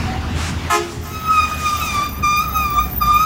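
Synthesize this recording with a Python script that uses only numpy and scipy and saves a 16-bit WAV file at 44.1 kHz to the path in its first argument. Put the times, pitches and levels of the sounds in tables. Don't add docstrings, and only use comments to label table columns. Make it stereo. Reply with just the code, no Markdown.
import sys
import numpy as np
from scipy import signal
from scipy.fft import rfft, irfft, next_fast_len
from scipy.io import wavfile
from scipy.ndimage import uniform_filter1d, map_coordinates

SR = 44100
rng = np.random.default_rng(int(sys.argv[2]) if len(sys.argv) > 2 else 0)


def voltage_ratio(level):
    return 10 ** (np.asarray(level, float) / 20)


def master_out(mix):
    frames = np.transpose(np.atleast_2d(mix))
    ceiling = np.clip(frames, -1, 1)
    pcm = np.round(ceiling * 32767).astype(np.int16)
    wavfile.write(sys.argv[1], SR, pcm)


N = 143325
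T = np.arange(N) / SR
SIDES = np.array([[1], [-1]])

# time in seconds, level in dB.
TRAFFIC_LEVEL = [
    (0, -23.5),
    (.2, -28),
    (.68, -26),
    (.74, -27.5),
    (1, -35),
    (1.4, -30),
    (2, -28.5),
    (2.15, -31.5),
    (2.6, -32.5),
    (3.25, -32.5),
]
# frequency in Hz, density in dB per Hz.
ROAD_SPECTRUM = [(250, -8), (400, -16.5), (800, -11), (1500, -14), (3200, -19.5), (7300, -31), (8300, -37),
                 (15800, -45)]
# time in seconds, firing rate in Hz, level in dB.
ENGINE_COURSE = [
    (0, 78, -20),
    (.64, 83.6, -23.5),
    (.74, 80.7, -36),
    (1.0, 83.43, -29),
    (1.9, 71.67, -27.5),
    (2.9, 62.15, -26),
    (3.25, 59.6, -28),
]
# multiple of the firing rate, level in dB.
FIRING_ORDERS = [(.5, -31), (1, 6.5), (1.5, -9.5), (2, -10), (2.5, -23), (3, -5)]
# frequency in Hz, density in dB per Hz.
RUMBLE_SPECTRUM = [(15, -39), (25, -11), (49, -3), (74, 2), (134, -1), (404, -13), (500, -20), (650, -104),
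                   (1100, -120)]
# start in seconds, length in seconds, first pitch in Hz, last pitch in Hz, level in dB.
FAR_HORNS = [
    (0.065, 0.092, 750, 757, -27),
    (0.253, 0.036, 738, 740, -40),
    (2.248, 0.14, 796, 798, -41.5),
    (2.515, 0.093, 793, 775, -36),
    (2.72, 0.055, 736, 739, -35.5),
    (2.812, 0.13, 734.5, 748, -38),
    (2.99, 0.076, 747, 736, -36),
]
# frequency in Hz, density in dB per Hz.
PUFF_SPECTRUM = [(410, -35), (700, -6), (1590, -5), (4890, -12.5), (7320, -12), (15800, -37)]
# frequency in Hz, level in dB.
TRUMPET_RESPONSE = [(600, -5.5), (1270, 3.5), (1490, -13), (1700, -4), (3000, -10), (4000, -15),
                    (5600, -6.5), (7500, -11), (8400, -19)]
TOOT_HZ = [346.6, 419.6]
FUNDAMENTAL_DB = [-20, -21]
# start in seconds, length in seconds, level in dB.
LINING_RUBS = [
    (0.795, 0.085, -36),
    (1.018, 0.11, -40.5),
    (1.287, 0.2, -35.5),
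    (1.575, 0.35, -31.5),
    (2.216, 0.15, -36.5),
    (2.545, 0.3, -40),
    (3.032, 0.19, -35.5),
]
# frequency in Hz, level in dB.
RUB_SPECTRUM = [(2000, -4), (4000, -7.5), (5500, 0.5), (7300, -3.5), (8500, -7.5), (12500, -16.5),
                (16000, -14.5)]
# start in seconds, length in seconds, first pitch in Hz, last pitch in Hz, level in dB.
SHOE_WHISTLES = [(1.009, .06, 14450, 14600, -43), (1.09, .13, 15000, 15100, -48),
                 (1.25, .1, 15200, 15550, -50), (1.47, 0.076, 14900, 14800, -40),
                 (1.51, .06, 14100, 14350, -46), (1.61, .11, 15450, 15350, -42),
                 (1.75, 0.1, 15400, 14800, -41), (1.756, .09, 14200, 14450, -37),
                 (1.82, .05, 14700, 15100, -37), (1.78, .22, 11600, 11850, -46),
                 (2.026, 0.26, 14500, 14530, -33.5), (2.098, 0.1, 12950, 13600, -44),
                 (2.248, .13, 15100, 15000, -43), (2.366, 0.28, 14550, 14200, -32.5),
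                 (2.42, .07, 14100, 14200, -39), (2.415, 0.23, 15650, 15700, -35),
                 (2.622, 0.23, 15500, 15800, -31), (2.487, .19, 13200, 13250, -43),
                 (2.517, .39, 11550, 11970, -41), (2.8, 0.28, 14430, 14500, -34),
                 (2.805, 0.11, 14200, 13950, -38), (2.917, 0.078, 14500, 14500, -28),
                 (2.924, 0.12, 13500, 13400, -34), (2.942, 0.11, 11370, 11250, -46),
                 (3.125, .13, 14650, 14600, -37), (3.19, 0.082, 13900, 14100, -35)]
# time in seconds, squeal pitch in Hz, level in dB, bite (gain of the overtones) in dB.
DRUM_GRABS = [
    [(1.08, 1286, -44, -14), (1.164, 1275, -28.5, -5), (1.202, 1281, -38, -35), (1.28, 1276, -22, -9),
     (1.308, 1276, -11.5, -44), (1.332, 1275, -18, -11), (1.398, 1238, -14, -6),
     (1.454, 1235, -19.5, -10.5), (1.5, 1190, -56, -8)],
    [(1.5, 1246, -25, -12), (1.516, 1236, -21, -15), (1.548, 1248, -34, 0), (1.588, 1237, -35, -1),
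     (1.65, 1231, -21.5, -15), (1.664, 1226, -18, -2), (1.726, 1204, -22, -25), (1.752, 1202, -16, -4.5),
     (1.8, 1197, -24.5, -27)],
    [(1.8, 1336, -22, -11), (1.824, 1286, -12, -13), (1.85, 1268, -24, -0.5), (1.896, 1204, -17, -8),
     (2.008, 1160, -21, -17), (2.04, 1197, -23, -2.5), (2.134, 1177, -40, -40), (2.178, 1186, -35, -8),
     (2.2, 1260, -38, -15)],
    [(2.222, 1253, -20.5, -3), (2.242, 1191, -15.5, -6.5), (2.378, 1212, -19.5, -4),
     (2.41, 1234, -13.5, -14), (2.436, 1310, -28.5, -18), (2.484, 1203, -26, -42), (2.5, 1325, -35, -25),
     (2.514, 1200, -24.5, -34), (2.53, 1288, -35, -10)],
    [(2.535, 1284, -27, -10), (2.563, 1258, -17, -15.5), (2.637, 1227, -26, -1), (2.659, 1201, -16.5, -19),
     (2.705, 1174, -28, -10), (2.763, 1184, -20.5, -37), (2.789, 1185, -13.5, -8.5),
     (2.805, 1228, -20, -16.5), (2.89, 1197, -46.5, 0.5)],
    [(3.0, 1267, -23, -38), (3.024, 1202, -8, -20), (3.052, 1195, -20.5, -15.5), (3.112, 1206, -12.5, -30),
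     (3.128, 1198, -18, -12.5), (3.168, 1211, -11.5, -11), (3.186, 1231, -23.5, -12),
     (3.208, 1253, -14, -18), (3.25, 1278, -20, -33)],
]
# multiple of the squeal pitch, level in dB, lean to the left in dB.
DRUM_OVERTONES = [(1, 0.5, 1.03), (2, 0.5, 2.6), (3, -15.5, 1.5), (4, -16, 3.5), (5, -13, 1),
                  (6, -30.5, -9), (7, -29, 2.5), (8, -38, -9.5), (9, -37, -8.5)]
# frequency in Hz, level in dB.
RASP_SPECTRUM = [(1500, 0), (2500, -19), (6000, 11), (12000, -25.5)]
# frequency in Hz, time to fall 60 dB in seconds.
FRONT_DECAY = [(300, 1), (1200, 0.32), (4000, 0.38), (12000, 0.013)]
# frequency in Hz, left-right likeness from 0 to 1.
COHERENCE = [(60, 0.88), (200, 0.89), (500, 0), (2000, 0), (8000, 0.065)]


def unit(x):
    return x / np.sqrt(np.mean(x ** 2) + 1e-20)


def along(points, hz):
    f, v = np.transpose(points)
    return np.interp(np.log(hz + 1), np.log(f + 1), v)


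def curves(rows):
    s, *cols = np.transpose(rows)
    return [np.interp(T, s, c) for c in cols]


def wobble(rate, t=T):
    return map_coordinates(rng.standard_normal(420), [np.minimum(t * rate, 410)], order=2)


def wobble_pair(rate, t=T):
    return np.array([wobble(rate, t), wobble(rate, t)])


def filtered(x, response):
    m = next_fast_len(N + 8192)
    return irfft(rfft(x, m) * response(np.fft.rfftfreq(m, 1 / SR)), m)[..., :N]


def shape(start, rise, hold, fall, t=T):
    attack = np.clip((t - start) / rise, 0, 1)
    return attack * np.exp(-np.maximum(t - start - rise - hold, 0) / fall)


def rush(spectrum, patchy_db):
    z = signal.stft(rng.standard_normal((2, N)), nperseg=512)[2]
    patches = uniform_filter1d(rng.standard_normal(z.shape[1:]), 5, 0)
    patches = uniform_filter1d(patches, 12, 1)
    noise = signal.istft(z * voltage_ratio(patchy_db * unit(patches)), nperseg=512)[1][:, :N]

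    def mid_side_response(hz):
        angle = np.arccos(np.clip(along(COHERENCE, hz), -1, 1)) / 2
        return voltage_ratio(along(spectrum, hz)) * np.array([np.cos(angle), np.sin(angle)])

    mid, side = filtered(noise, mid_side_response)
    return unit(np.array([mid + side, mid - side]))


def street(x):
    hz, t, z = signal.stft(rng.standard_normal((2, SR // 2)), SR, nperseg=256)
    decay = voltage_ratio(-60 * t / along(FRONT_DECAY, hz)[:, None])
    tail = signal.istft(z * decay, SR, nperseg=256)[1]
    tail = tail / np.linalg.norm(tail[0])
    return signal.fftconvolve(np.pad(x, (400, 0))[None], tail, axes=1)[:, :N]


def traffic():
    db, = curves(TRAFFIC_LEVEL)
    road = voltage_ratio(db + 0.38 * wobble(15)) * rush([(120, -19)] + ROAD_SPECTRUM, patchy_db=2)
    screen_s, screen_hz, screen_share = 2.06, 2200, .65
    treble = filtered(road, lambda f: 1 / (1 + (screen_hz / (f + 1)) ** 4))
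    return road - screen_share * np.clip((T - screen_s) * 20, 0, 1) * treble


def engine():
    hz, db = curves(ENGINE_COURSE)
    firing_db, rumble_db = -3, -2.5
    phase = 2 * np.pi * np.cumsum(hz * (1 + .02 * wobble(13))) / SR
    beat = np.zeros(N)
    for k, level in FIRING_ORDERS:
        fade = voltage_ratio(level + 3.5 * wobble(16))
        beat += fade * np.sin(k * phase + 1.3 * wobble(6))
    rumble = rush([(15, -40)] + RUMBLE_SPECTRUM + [(900, -115)], patchy_db=1)
    firing = voltage_ratio(firing_db) * unit(beat) * voltage_ratio(-.7 * SIDES)
    return voltage_ratio(db) * (firing + voltage_ratio(rumble_db) * rumble * voltage_ratio(-SIDES))


def far_horns():
    far = np.zeros(N)
    for s, length, first_hz, last_hz, db in FAR_HORNS:
        hz = np.interp(T, [s, s + length], [first_hz, last_hz])
        phase = 2 * np.pi * np.cumsum(hz) / SR + .8 * wobble(30)
        far += voltage_ratio(db + 3.5 * wobble(35)) * shape(s, .02, length, .02) * np.sin(phase)
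    return far * voltage_ratio(-1.5 * SIDES) + voltage_ratio(-8) * street(far)


def air_valve():
    envelope = shape(start=0.34, rise=0.058, hold=0.1, fall=0.026)
    return voltage_ratio(-25) * envelope * rush([(300, -40)] + PUFF_SPECTRUM, patchy_db=1)


def horn():
    toot_s, hold_s, fall_s = .696, .05, .026
    high, low = np.zeros(N), np.zeros(N)
    settling = 1 + 0.0441 * np.exp(-np.abs(T - toot_s) / 0.01393)
    for hz, db in zip(TOOT_HZ, FUNDAMENTAL_DB):
        phase = 2 * np.pi * np.cumsum(hz * settling) / SR + .07 * wobble(120)
        for k in range(2, 24):
            level = voltage_ratio(along(TRUMPET_RESPONSE, k * hz) + rng.normal(0, 0.3))
            high += level * np.sin(k * phase + rng.uniform(0, 2.3))
        low += voltage_ratio(db) * np.sin(phase)
    buzz = filtered(rng.standard_normal(N),
                    lambda f: voltage_ratio(along(TRUMPET_RESPONSE, f)) / (1 + (1000 / (f + 1)) ** 4))
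    dry = voltage_ratio(-13) * shape(toot_s, .011, hold_s, fall_s) * (unit(high) + .35 * unit(buzz))
    dry += shape(toot_s + 0.02, .04, hold_s, fall_s) * low

    def echo_response(f):
        band = 1 / (1 + (f / 3000) ** 2) / (1 + (300 / (f + 1)) ** 2)
        return voltage_ratio(-17) * np.exp(-2j * np.pi * f * .35) * band

    late = filtered(dry, echo_response)
    return dry * voltage_ratio(.8 * SIDES) + voltage_ratio(-10) * street(dry) + late * voltage_ratio([[-3], [0]])


def linings():
    press = sum(voltage_ratio(db) * shape(s, 0.039, length, 0.11) for s, length, db in LINING_RUBS)
    return press * voltage_ratio(wobble(30)) * rush([(1000, -50)] + RUB_SPECTRUM, patchy_db=2)


def whistle(s, length, first_hz, last_hz, db):
    out = np.zeros((2, N))
    on = (T >= s) & (T < s + length + .1)
    t = T[on]
    hz = np.interp(t, [s, s + length], [first_hz, last_hz]) * (1 + .003 * wobble(20, t))
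    width = wobble_pair(130, t - s) + wobble_pair(450, t - s) / 3
    line = width * np.sin(2 * np.pi * np.cumsum(hz) / SR)
    fade = voltage_ratio(db + 4.5 * wobble(35, t))
    out[:, on] = fade * unit(line) * shape(s, .015, length - .02, .015, t)
    return out


def shoes():
    sing = sum(whistle(*row) for row in SHOE_WHISTLES)
    for hz in rng.uniform(10500, 15700, 90):
        a, b, c, d = rng.random(4)
        sing += whistle(1.03 + 2.1 * a, .04 + .08 * b, hz, hz * (.98 + .04 * c), -54 + 8 * d)
    envelope = shape(1.02, .05, 3, .1) + shape(1.01, .03, .2, .08)
    hiss = rush([(6000, -30), (11000, -14), (14300, 0), (16000, 0)], patchy_db=4)
    return sing + voltage_ratio(-43.5) * envelope * hiss


def drum_partials():
    partials = []
    for k, level, lean in DRUM_OVERTONES:
        if k > 1:
            fade_db = 2 * wobble_pair(29)
        else:
            fade_db = 2.5 * wobble(29) * SIDES
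        fade = voltage_ratio(level + lean * SIDES + fade_db)
        offset = (0.35 / k ** 3 - .35 * (k > 2) + 0.33 * wobble(9)) * SIDES
        partials.append((k, fade, offset + .28 * k * wobble(110)))
    return partials


def drum_brake():
    out = np.zeros((2, N))
    partials = drum_partials()
    rasp = voltage_ratio(-38.5) * rush(RASP_SPECTRUM + [(16000, -30)], patchy_db=2)
    chatter = (T > 1.7) & (T < 2.08)
    flutter_db = .8 * wobble(28.032) + 2.5 * chatter * wobble(75)
    for rows in DRUM_GRABS:
        hz, db, bite_db = curves(rows)
        start, end = rows[0][0], rows[-1][0] + 0.018
        gate = np.clip(np.minimum(T - start, end - T) / 0.017, 0, 1)
        on = gate > 0
        phase = 2 * np.pi * np.cumsum(hz[on]) / SR
        upper_db = .15 * bite_db[on] - .35 * (db[on] + 22)
        tone = 0
        for k, fade, turn in partials:
            gain_db = 0 if k < 2 else bite_db[on] if k < 3 else upper_db
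            tone = tone + fade[:, on] * voltage_ratio(gain_db + flutter_db[on]) * np.sin(k * phase + turn[:, on])
        fringe_phase = phase + 2 * np.pi * 90 * T[on]
        fringe = voltage_ratio(-18) * wobble_pair(120)[:, on] * np.sin(fringe_phase)
        dry = np.zeros((2, N))
        level = (gate * voltage_ratio(db + 4.5))[on]
        dry[:, on] = level * (tone + fringe + rasp[:, on] * (1 + np.cos(phase)))
        out += dry + voltage_ratio(-12) * street(dry[0])
    return out


def scene():
    background = traffic() + engine() + far_horns()
    return background + air_valve() + horn() + linings() + shoes() + drum_brake()


def roll_off(x):
    return signal.sosfilt(signal.butter(12, 16630, fs=SR, output="sos"), x)


def record(dry):
    ceiling, lag_s, top_hz = .98, 9e-5, 15850
    x = dry / (1 + np.abs(dry / ceiling) ** 6) ** (1 / 6)
    x = filtered(x, lambda hz: (hz < top_hz) * np.exp(1j * np.pi * hz * lag_s * SIDES))
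    return roll_off(x)


dry = scene()
out = record(dry)
master_out(out)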